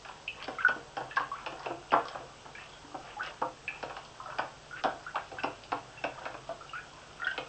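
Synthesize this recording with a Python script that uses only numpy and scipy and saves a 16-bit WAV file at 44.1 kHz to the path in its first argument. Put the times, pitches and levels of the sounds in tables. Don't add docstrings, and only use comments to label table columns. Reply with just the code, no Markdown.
import sys
import numpy as np
from scipy import signal
from scipy.fft import rfft, irfft, next_fast_len
from scipy.io import wavfile
from scipy.ndimage import map_coordinates

SR = 44100
rng = np.random.default_rng(int(sys.argv[2]) if len(sys.argv) > 2 else 0)


def generate_wav(signal):
    frames = np.transpose(np.atleast_2d(signal))
    scaled = np.clip(frames, -1, 1) * 32767
    pcm = np.round(scaled).astype(np.int16)
    wavfile.write(sys.argv[1], SR, pcm)


N = 329868
TIME_S = np.arange(N) / SR
AGE_S = np.arange(SR // 2) / SR


def amp(db):
    return 10 ** (np.asarray(db) / 20)


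def unit_rms(x):
    return x / np.sqrt(np.mean(x ** 2) + 1e-20)


def along(points, hz):
    freq_hz, values = np.transpose(points)
    return np.interp(np.log(hz + 1), np.log(freq_hz + 1), values)


def filtered(x, response):
    size = next_fast_len(len(x) + 8192)
    return irfft(rfft(x, size) * response(np.fft.rfftfreq(size, 1 / SR)), size)[:len(x)]


def noise(spectrum, size):
    return unit_rms(filtered(rng.standard_normal(size), lambda hz: amp(along(spectrum, hz))))


def wobble(rate_hz):
    return map_coordinates(rng.standard_normal(N // 100), [TIME_S * rate_hz], mode="wrap")


def fade(t60_s, age_s=AGE_S):
    return np.exp(-np.log(1000) * age_s / np.maximum(t60_s, 1e-3))


def swell(rise_s):
    return 1 - np.exp(-(AGE_S / max(rise_s, 1e-4)) ** 2)


def arch(middle_s, length_s):
    return np.cos(np.pi * np.clip((TIME_S - middle_s) / length_s, -.5, .5))


def burst(spectrum, envelope):
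    x = noise(spectrum, len(AGE_S)) * envelope
    return x * np.linalg.norm(envelope) / np.linalg.norm(x)


def add(track, start_s, sound):
    part = track[max(round(start_s * SR), 0):][:len(sound)]
    part += sound[:len(part)]


# freq_hz, density_db
ROOM_SPECTRUM = [(20, -10), (45, -6.5), (100, -3), (135, -4.5), (170, -7), (300, -6.5), (750, -5),
                 (1450, -10.5), (2100, -16.5), (2800, -12), (4100, -17), (5100, -15.5), (6400, -16.5),
                 (8000, -25)]
# pitch_hz, rms_db
HUM_TONES = [(49, -67), (98, -79), (147, -66.5), (2821, -97.5)]
# pitch_hz, level_db
WHINE_TONES = [(7678, -78), (7707, -78), (8312, -84)]
# freq_hz, density_db
HISS_SPECTRUM = [(5500, -40), (6800, -8), (7600, 0), (8600, 0)]


def background(room_db=-54.0, hiss_db=-71, fuzz_db=-3):
    def tone(hz, drift_rad):
        return np.sqrt(2) * np.sin(2 * np.pi * hz * TIME_S + drift_rad)

    hum = sum(amp(db) * tone(hz, 0.43 * wobble(4.9)) for hz, db in HUM_TONES)
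    whine = np.zeros(N)
    for hz, db in WHINE_TONES:
        core = tone(hz, .6 * wobble(25.0))
        fuzz = amp(fuzz_db) * wobble(110) * tone(hz, 2 * wobble(60))
        whine += amp(db) * (core + fuzz)
    hiss = amp(hiss_db) * noise(HISS_SPECTRUM, N)
    return amp(room_db) * noise(ROOM_SPECTRUM, N) + hum + whine + hiss


# freq_hz, t60_s
ROOM_DECAY = [(130, 0.27), (400, 0.31), (1000, 0.22), (2800, 0.35), (8000, 0.11)]
# nominal_delay_s, level_db
WALL_ECHOES = [(.0045, -13), (.0085, -12), (0.0125, -11)]


def kitchen(x, wet_db, build_s):
    hz, frame_s, frames = signal.stft(rng.standard_normal(len(AGE_S)), SR, nperseg=256)
    decay = fade(along(ROOM_DECAY, hz)[:, None], frame_s)
    tail = signal.istft(frames * decay, SR, nperseg=256)[1][:len(AGE_S)]
    reverb = signal.fftconvolve(x, tail * swell(build_s))[:len(x)]
    near = x.copy()
    for delay_s, db in WALL_ECHOES:
        add(near, delay_s * rng.uniform(0.78, 1.15), amp(db) * x)
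    return (unit_rms(near) + amp(wet_db) * unit_rms(reverb)) * np.sqrt(np.mean(x ** 2))


def bubble_swarm(spectrum, low_hz, high_hz, t60_cycles, spread_db, count):
    track, age_s = np.zeros(N), AGE_S[:SR // 20]
    for when, place, size in rng.random((count, 3)):
        hz = low_hz * (high_hz / low_hz) ** place
        chirp = np.sin(2 * np.pi * hz * age_s * (1 + 2 * age_s))
        add(track, when * N / SR, amp(spread_db * size ** 2) * chirp * fade(t60_cycles / hz, age_s))
    coloured = filtered(track, lambda hz: amp(along(spectrum, hz)))
    return unit_rms(kitchen(coloured, wet_db=1, build_s=0.024))


# fastest_s, length_s, swish_db, slosh_db
STICK_STROKES = [(0.424, 0.093, -43.5, -42.5), (0.615, 0.053, -43.5, -51.5), (1.122, 0.052, -47, -57),
                 (1.396, 0.16, -47.5, -46.5), (1.656, .06, -48, -42), (2.104, .06, -53, -42.5),
                 (2.624, 0.13, -49, -57), (3.102, 0.16, -52, -46.5), (3.268, 0.11, -42.5, -42.5),
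                 (3.768, .06, -59, -48), (4.318, 0.051, -51, -40), (4.79, 0.076, -43.5, -50),
                 (5.4, .04, -45, -48), (6.237, 0.1, -59, -43), (6.76, 0.084, -48.5, -66),
                 (7.29, 0.31, -49, -47)]
# freq_hz, gain_db
SLOSH_SPECTRUM = [(120, -31.5), (300, -11), (550, -3.5), (800, 5), (1450, 6.5), (2000, 0.5), (4000, -48)]
# freq_hz, gain_db
SPRAY_SPECTRUM = [(900, -48.5), (2000, -7.5), (2800, -2), (3300, 1), (3900, -7), (5100, 1), (6300, -15.5),
                  (9000, -64.5)]


def wake(wave_s=0.2, slosh_gain_db=-4.5, fizz_gain_db=-7, fizz_share=.15):
    calm_slosh, calm_fizz = amp(-52), amp(-55.5)
    waves = sum(amp(db) * arch(fastest_s, wave_s) for fastest_s, _, _, db in STICK_STROKES)
    slosh = bubble_swarm(SLOSH_SPECTRUM, 286.0, 1870, t60_cycles=25.0, spread_db=15.5, count=2000)
    fizz = bubble_swarm(SPRAY_SPECTRUM, 1500, 6500, t60_cycles=7.5, spread_db=14.5, count=2600)
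    return (amp(slosh_gain_db) * np.hypot(calm_slosh, waves) * slosh
            + amp(fizz_gain_db) * np.hypot(calm_fizz, fizz_share * waves) * fizz)


# start_s, level_db, thump_relative_db, tick_relative_db
CONTACTS = [(0.049, -38, -29, 2), (0.087, -32, -22, -7.5), (0.48, -26.5, -6, -5.5),
            (0.684, -23.5, -8.5, -4), (0.76, -37.5, 9, -19), (0.968, -23.5, -8, -7.5),
            (1.005, -28.5, -5, -13), (1.168, -23, -28, -1.5), (1.197, -27, -8.5, -8), (1.462, -27, -12, -1),
            (1.523, -34.5, 0.5, -8), (1.659, -24.5, -7.5, -5.5), (1.701, -28, -4, -22),
            (1.919, -17.5, -2, -8.5), (1.929, -10, -15, -23), (1.938, -14, -10, -28),
            (2.147, -27.5, -10, -14), (2.198, -37.5, 0, -26), (2.453, -36.5, -1, -8),
            (2.941, -28.5, -2, -37), (3.415, -18, -6.5, -20), (3.828, -26, -12, -4.5),
            (3.898, -29.5, -15, -6), (3.966, -31.5, -26, -2.5), (4.385, -19.5, -16, -5.5),
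            (4.838, -18, -8.5, -7), (4.847, -16.5, -12, -30), (5.156, -23, -19, -6), (5.316, -36, 5, -4),
            (5.435, -19, -8, -5.5), (5.719, -16.5, -13.5, -12.5), (6.039, -21.5, -7, -1.5),
            (6.254, -25.5, -16.5, -6.5), (6.342, -31.5, -12, -9), (6.491, -29, -8, -18),
            (7.378, -26, -2.5, 1)]
# pitch_hz, level_db, t60_s
BUCKET_MODES = [(294.7, 1, 0.11), (338, -4, 0.11), (468.5, -6.5, 0.37), (512.1, 1.5, 0.17),
                (561, -2.5, 0.11), (688.5, 5, 0.092), (685, 2.5, 0.22), (765.2, 13, 0.077),
                (848, -10, 0.075), (929.5, -1.5, 0.17), (1020, -10, 0.15), (1102, -2, 0.28),
                (1348, -6, 0.19), (1390, -48.5, 0.12), (1633, -5.5, 0.078)]
# freq_hz, density_db
THUD_SPECTRUM = [(100, -32.5), (215, -55.5), (285, -4), (390, -5), (510, -4.5), (780, 6), (1000, -4.5),
                 (1200, -4), (1500, -7.5), (1950, -28), (2600, -29), (3300, -34.5), (4000, -44.5),
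                 (9000, -80.5)]
# freq_hz, density_db
TICK_SPECTRUM = [(300, -22.5), (1000, -21.5), (1500, 10), (2000, -9), (2600, 4), (3300, -5), (3900, -13.5),
                 (5200, -9), (6300, -30), (9000, -53.5)]


def thump_tilt_db(hz, thump_db, offset_db=8, bass_hz=560, treble_hz=1200):
    bass_shelf = 1 / (1 + (hz / bass_hz) ** 6)
    treble_shelf = 1 / (1 + (treble_hz / hz) ** 6)
    return (thump_db + offset_db) * (bass_shelf - 0.27 * treble_shelf)


def knocks(ring_db=-21, thud_db=-3.0, rebound_db=1.0, rebound_s=.008, tick_gain_db=-2, scatter_db=3):
    track = np.zeros(N)
    mode_hz, mode_db, t60_s = np.transpose(BUCKET_MODES)[:, :, None]
    for start_s, level_db, thump_db, tick_db in CONTACTS:
        rise_s = 0.0029 * 2 ** ((level_db + 28.5) / 28)
        strength = amp(mode_db + thump_tilt_db(mode_hz, thump_db) + 2 * rng.standard_normal(t60_s.shape))
        modes = np.sin(2 * np.pi * (mode_hz * AGE_S + rng.random(mode_hz.shape)))
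        ring = amp(ring_db) * np.sum(strength * fade(t60_s) * modes, axis=0) * swell(rise_s)
        wall_spectrum = [(hz, db + thump_tilt_db(hz, thump_db)) for hz, db in THUD_SPECTRUM]
        thud = burst(wall_spectrum, amp(thud_db) * fade(0.044) * swell(rise_s))
        rebound = burst(wall_spectrum, amp(rebound_db) * fade(0.021) * swell(0.0011))
        body = ring + thud
        add(body, rebound_s, rebound)
        colour = [(hz, db + scatter_db * rng.standard_normal()) for hz, db in TICK_SPECTRUM]
        tick = burst(colour, amp(tick_db + tick_gain_db) * fade(0.031) * swell(0.00028))
        knock = kitchen(body, wet_db=-4.5, build_s=0.014) + kitchen(tick, wet_db=-4.5, build_s=0.0079)
        add(track, start_s, amp(level_db) * knock)
    return track


def heaves(pitch_hz=130.7, t60_s=0.57, gain_db=-35.5, db_per_thump_db=0.54):
    track = np.zeros(N)
    for start_s, level_db, thump_db, _ in CONTACTS:
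        note = np.sin(2 * np.pi * (pitch_hz * AGE_S + rng.random())) * fade(t60_s) * swell(2 / pitch_hz)
        add(track, start_s, amp(gain_db + db_per_thump_db * (level_db + thump_db)) * note)
    return track


# start_s, pitch_hz, level_db, glide_octaves_per_s
LARGE_BUBBLES = [(0.278, 2616, -26.5, 3), (0.279, 2887, -29.5, 2), (0.584, 1315, -28, 1),
                 (0.586, 2080, -37.5, 4), (0.605, 1536, -27.5, 2), (0.648, 1463, -10.5, 0.5),
                 (1.109, 2670, -40, 3.5), (1.111, 1700, -36.5, 7), (1.168, 1517, -22, 10),
                 (1.169, 1092, -19.5, -5.5), (1.315, 1097, -27.5, 4), (1.347, 1275, -34.5, 12),
                 (1.70, 356, -34.5, -3), (1.907, 2810, -37, 5), (2.055, 1124, -35, -0.5),
                 (2.225, 473, -43, -1.5), (2.551, 2265, -39, 12), (2.735, 3300, -45, -0.5),
                 (2.84, 290, -46, 0), (2.55, 1590, -42.5, 4.5), (2.582, 1760, -41, 0),
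                 (3.165, 822, -33.5, 3), (3.196, 1134, -30.5, 28), (3.207, 1465, -28, 5),
                 (3.679, 2380, -29, 7), (3.679, 2593, -27.5, 1), (3.681, 1690, -35.5, 5.5),
                 (4.199, 1023, -36, 2.5), (4.2, 1275, -36.5, -1), (4.258, 1304, -34, 3),
                 (4.71, 1450, -39, -6), (4.727, 1420, -33, 2.5), (4.762, 1520, -36, 2),
                 (5.064, 1290, -31, 16.5), (5.145, 840, -31, 14.5), (5.155, 1043, -26, 28.5),
                 (5.385, 1550, -31.5, -0.5), (5.396, 2650, -40.5, -1), (5.975, 2650, -40, 3),
                 (6.176, 1126, -41.5, 16.5), (6.490, 670, -28.5, -1), (6.693, 2690, -40, 13),
                 (6.608, 1277, -39.5, 9), (6.733, 1297, -32.5, 3), (6.754, 1450, -31, 2),
                 (6.78, 1428, -34.5, 14.5), (6.779, 2470, -41, 1.5), (7.218, 1870, -35, -3),
                 (7.199, 1350, -34.5, 1), (7.218, 1442, -31.5, -0.5), (7.23, 1403, -27.5, 3),
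                 (7.246, 3300, -33.5, 1.5), (7.268, 1431, -19.5, 10), (7.272, 1840, -31, 4.5),
                 (7.273, 2840, -36, -0.5), (7.312, 3000, -38.5, 6)]


def bubbles(gain_db=3, spit_db=-26, quiver_octaves=0.023, glide_s=.04, t60_at_1khz_s=0.078):
    track = np.zeros(N)
    for start_s, hz, level_db, glide_octaves_per_s in LARGE_BUBBLES:
        quiver = quiver_octaves * noise([(80, -1), (400, -42)], len(AGE_S))
        pitch_hz = hz * 2 ** (glide_octaves_per_s * np.minimum(AGE_S, glide_s) + quiver)
        t60_s = t60_at_1khz_s * (1000 / hz) ** 0.61
        plink = np.sin(2 * np.pi * np.cumsum(pitch_hz) / SR) * fade(t60_s)
        spit = burst([(hz / 2, -32), (hz, 0), (hz * 2, -20), (hz * 4, -60)], fade(0.037))
        sound = amp(level_db + gain_db) * plink + amp(spit_db + 0.69 * level_db) * spit
        add(track, start_s, kitchen(swell(2.2 / hz) * sound, wet_db=-4.5, build_s=0.0059))
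    return track


def swishes(gain_db=-2):
    envelope = sum(amp(db + gain_db) * arch(at_s, length_s) for at_s, length_s, db, _ in STICK_STROKES)
    spectrum = [(900, -4.5), (1450, -2.5), (2000, -4.5), (2700, 7), (3600, -6.5)]
    return envelope * bubble_swarm(spectrum, 990, 3860, t60_cycles=22, spread_db=13.5, count=2200)


# start_s, level_db, centre_hz
SURFACE_TEARS = [(0.4247, -30.5, 3120), (0.4424, -29, 2840), (1.1612, -29.5, 2930), (1.5946, -37, 4970),
                 (1.632, -36.5, 2820), (2.0543, -37.5, 5750), (2.0716, -42, 4640), (2.0834, -27.5, 2580),
                 (3.233, -31.5, 2870), (3.2624, -33, 4000), (4.049, -37, 4820), (5.636, -32.5, 2780),
                 (7.2686, -34, 3500), (7.3107, -35, 2820)]


def splashes(gain_db=-7, slope_db_per_octave=8):
    track = np.zeros(N)
    for start_s, level_db, centre_hz in SURFACE_TEARS:
        colour = [(hz, db - slope_db_per_octave * abs(np.log2(hz / centre_hz)))
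                  for hz, db in SPRAY_SPECTRUM]
        spit = burst(colour, fade(0.025) * swell(0.00051))
        add(track, start_s, amp(level_db + gain_db) * kitchen(spit, wet_db=-6.0, build_s=0.0084))
    return track


# start_s, length_s, start_hz, level_db
DRONE_CLIMBS = [(3.688, 1.3, 105, -65), (5.005, 1.9, 82, -61.5)]


def drone(top_hz=133, waver_db=2.4):
    track = np.zeros(N)
    for start_s, length_s, start_hz, level_db in DRONE_CLIMBS:
        progress = np.clip((TIME_S - start_s) / length_s, 0, 1)
        pitch_hz = start_hz + (top_hz - start_hz) * np.sin(np.pi / 2 * progress)
        envelope = amp(level_db + waver_db * wobble(8)) * arch(start_s + length_s / 2, length_s)
        track += np.sqrt(2) * envelope * np.sin(2 * np.pi * np.cumsum(pitch_hz) / SR + .5 * wobble(25))
    return track


def scene():
    return (background() + drone() + knocks() + heaves() + bubbles() + splashes() + swishes() + wake())[None]


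def record(dry):
    cutoff_hz = 8520
    return np.array([filtered(x, lambda hz: 1 / np.sqrt(1 + (hz / cutoff_hz) ** 150)) for x in dry])


dry = scene()
out = record(dry)
generate_wav(out)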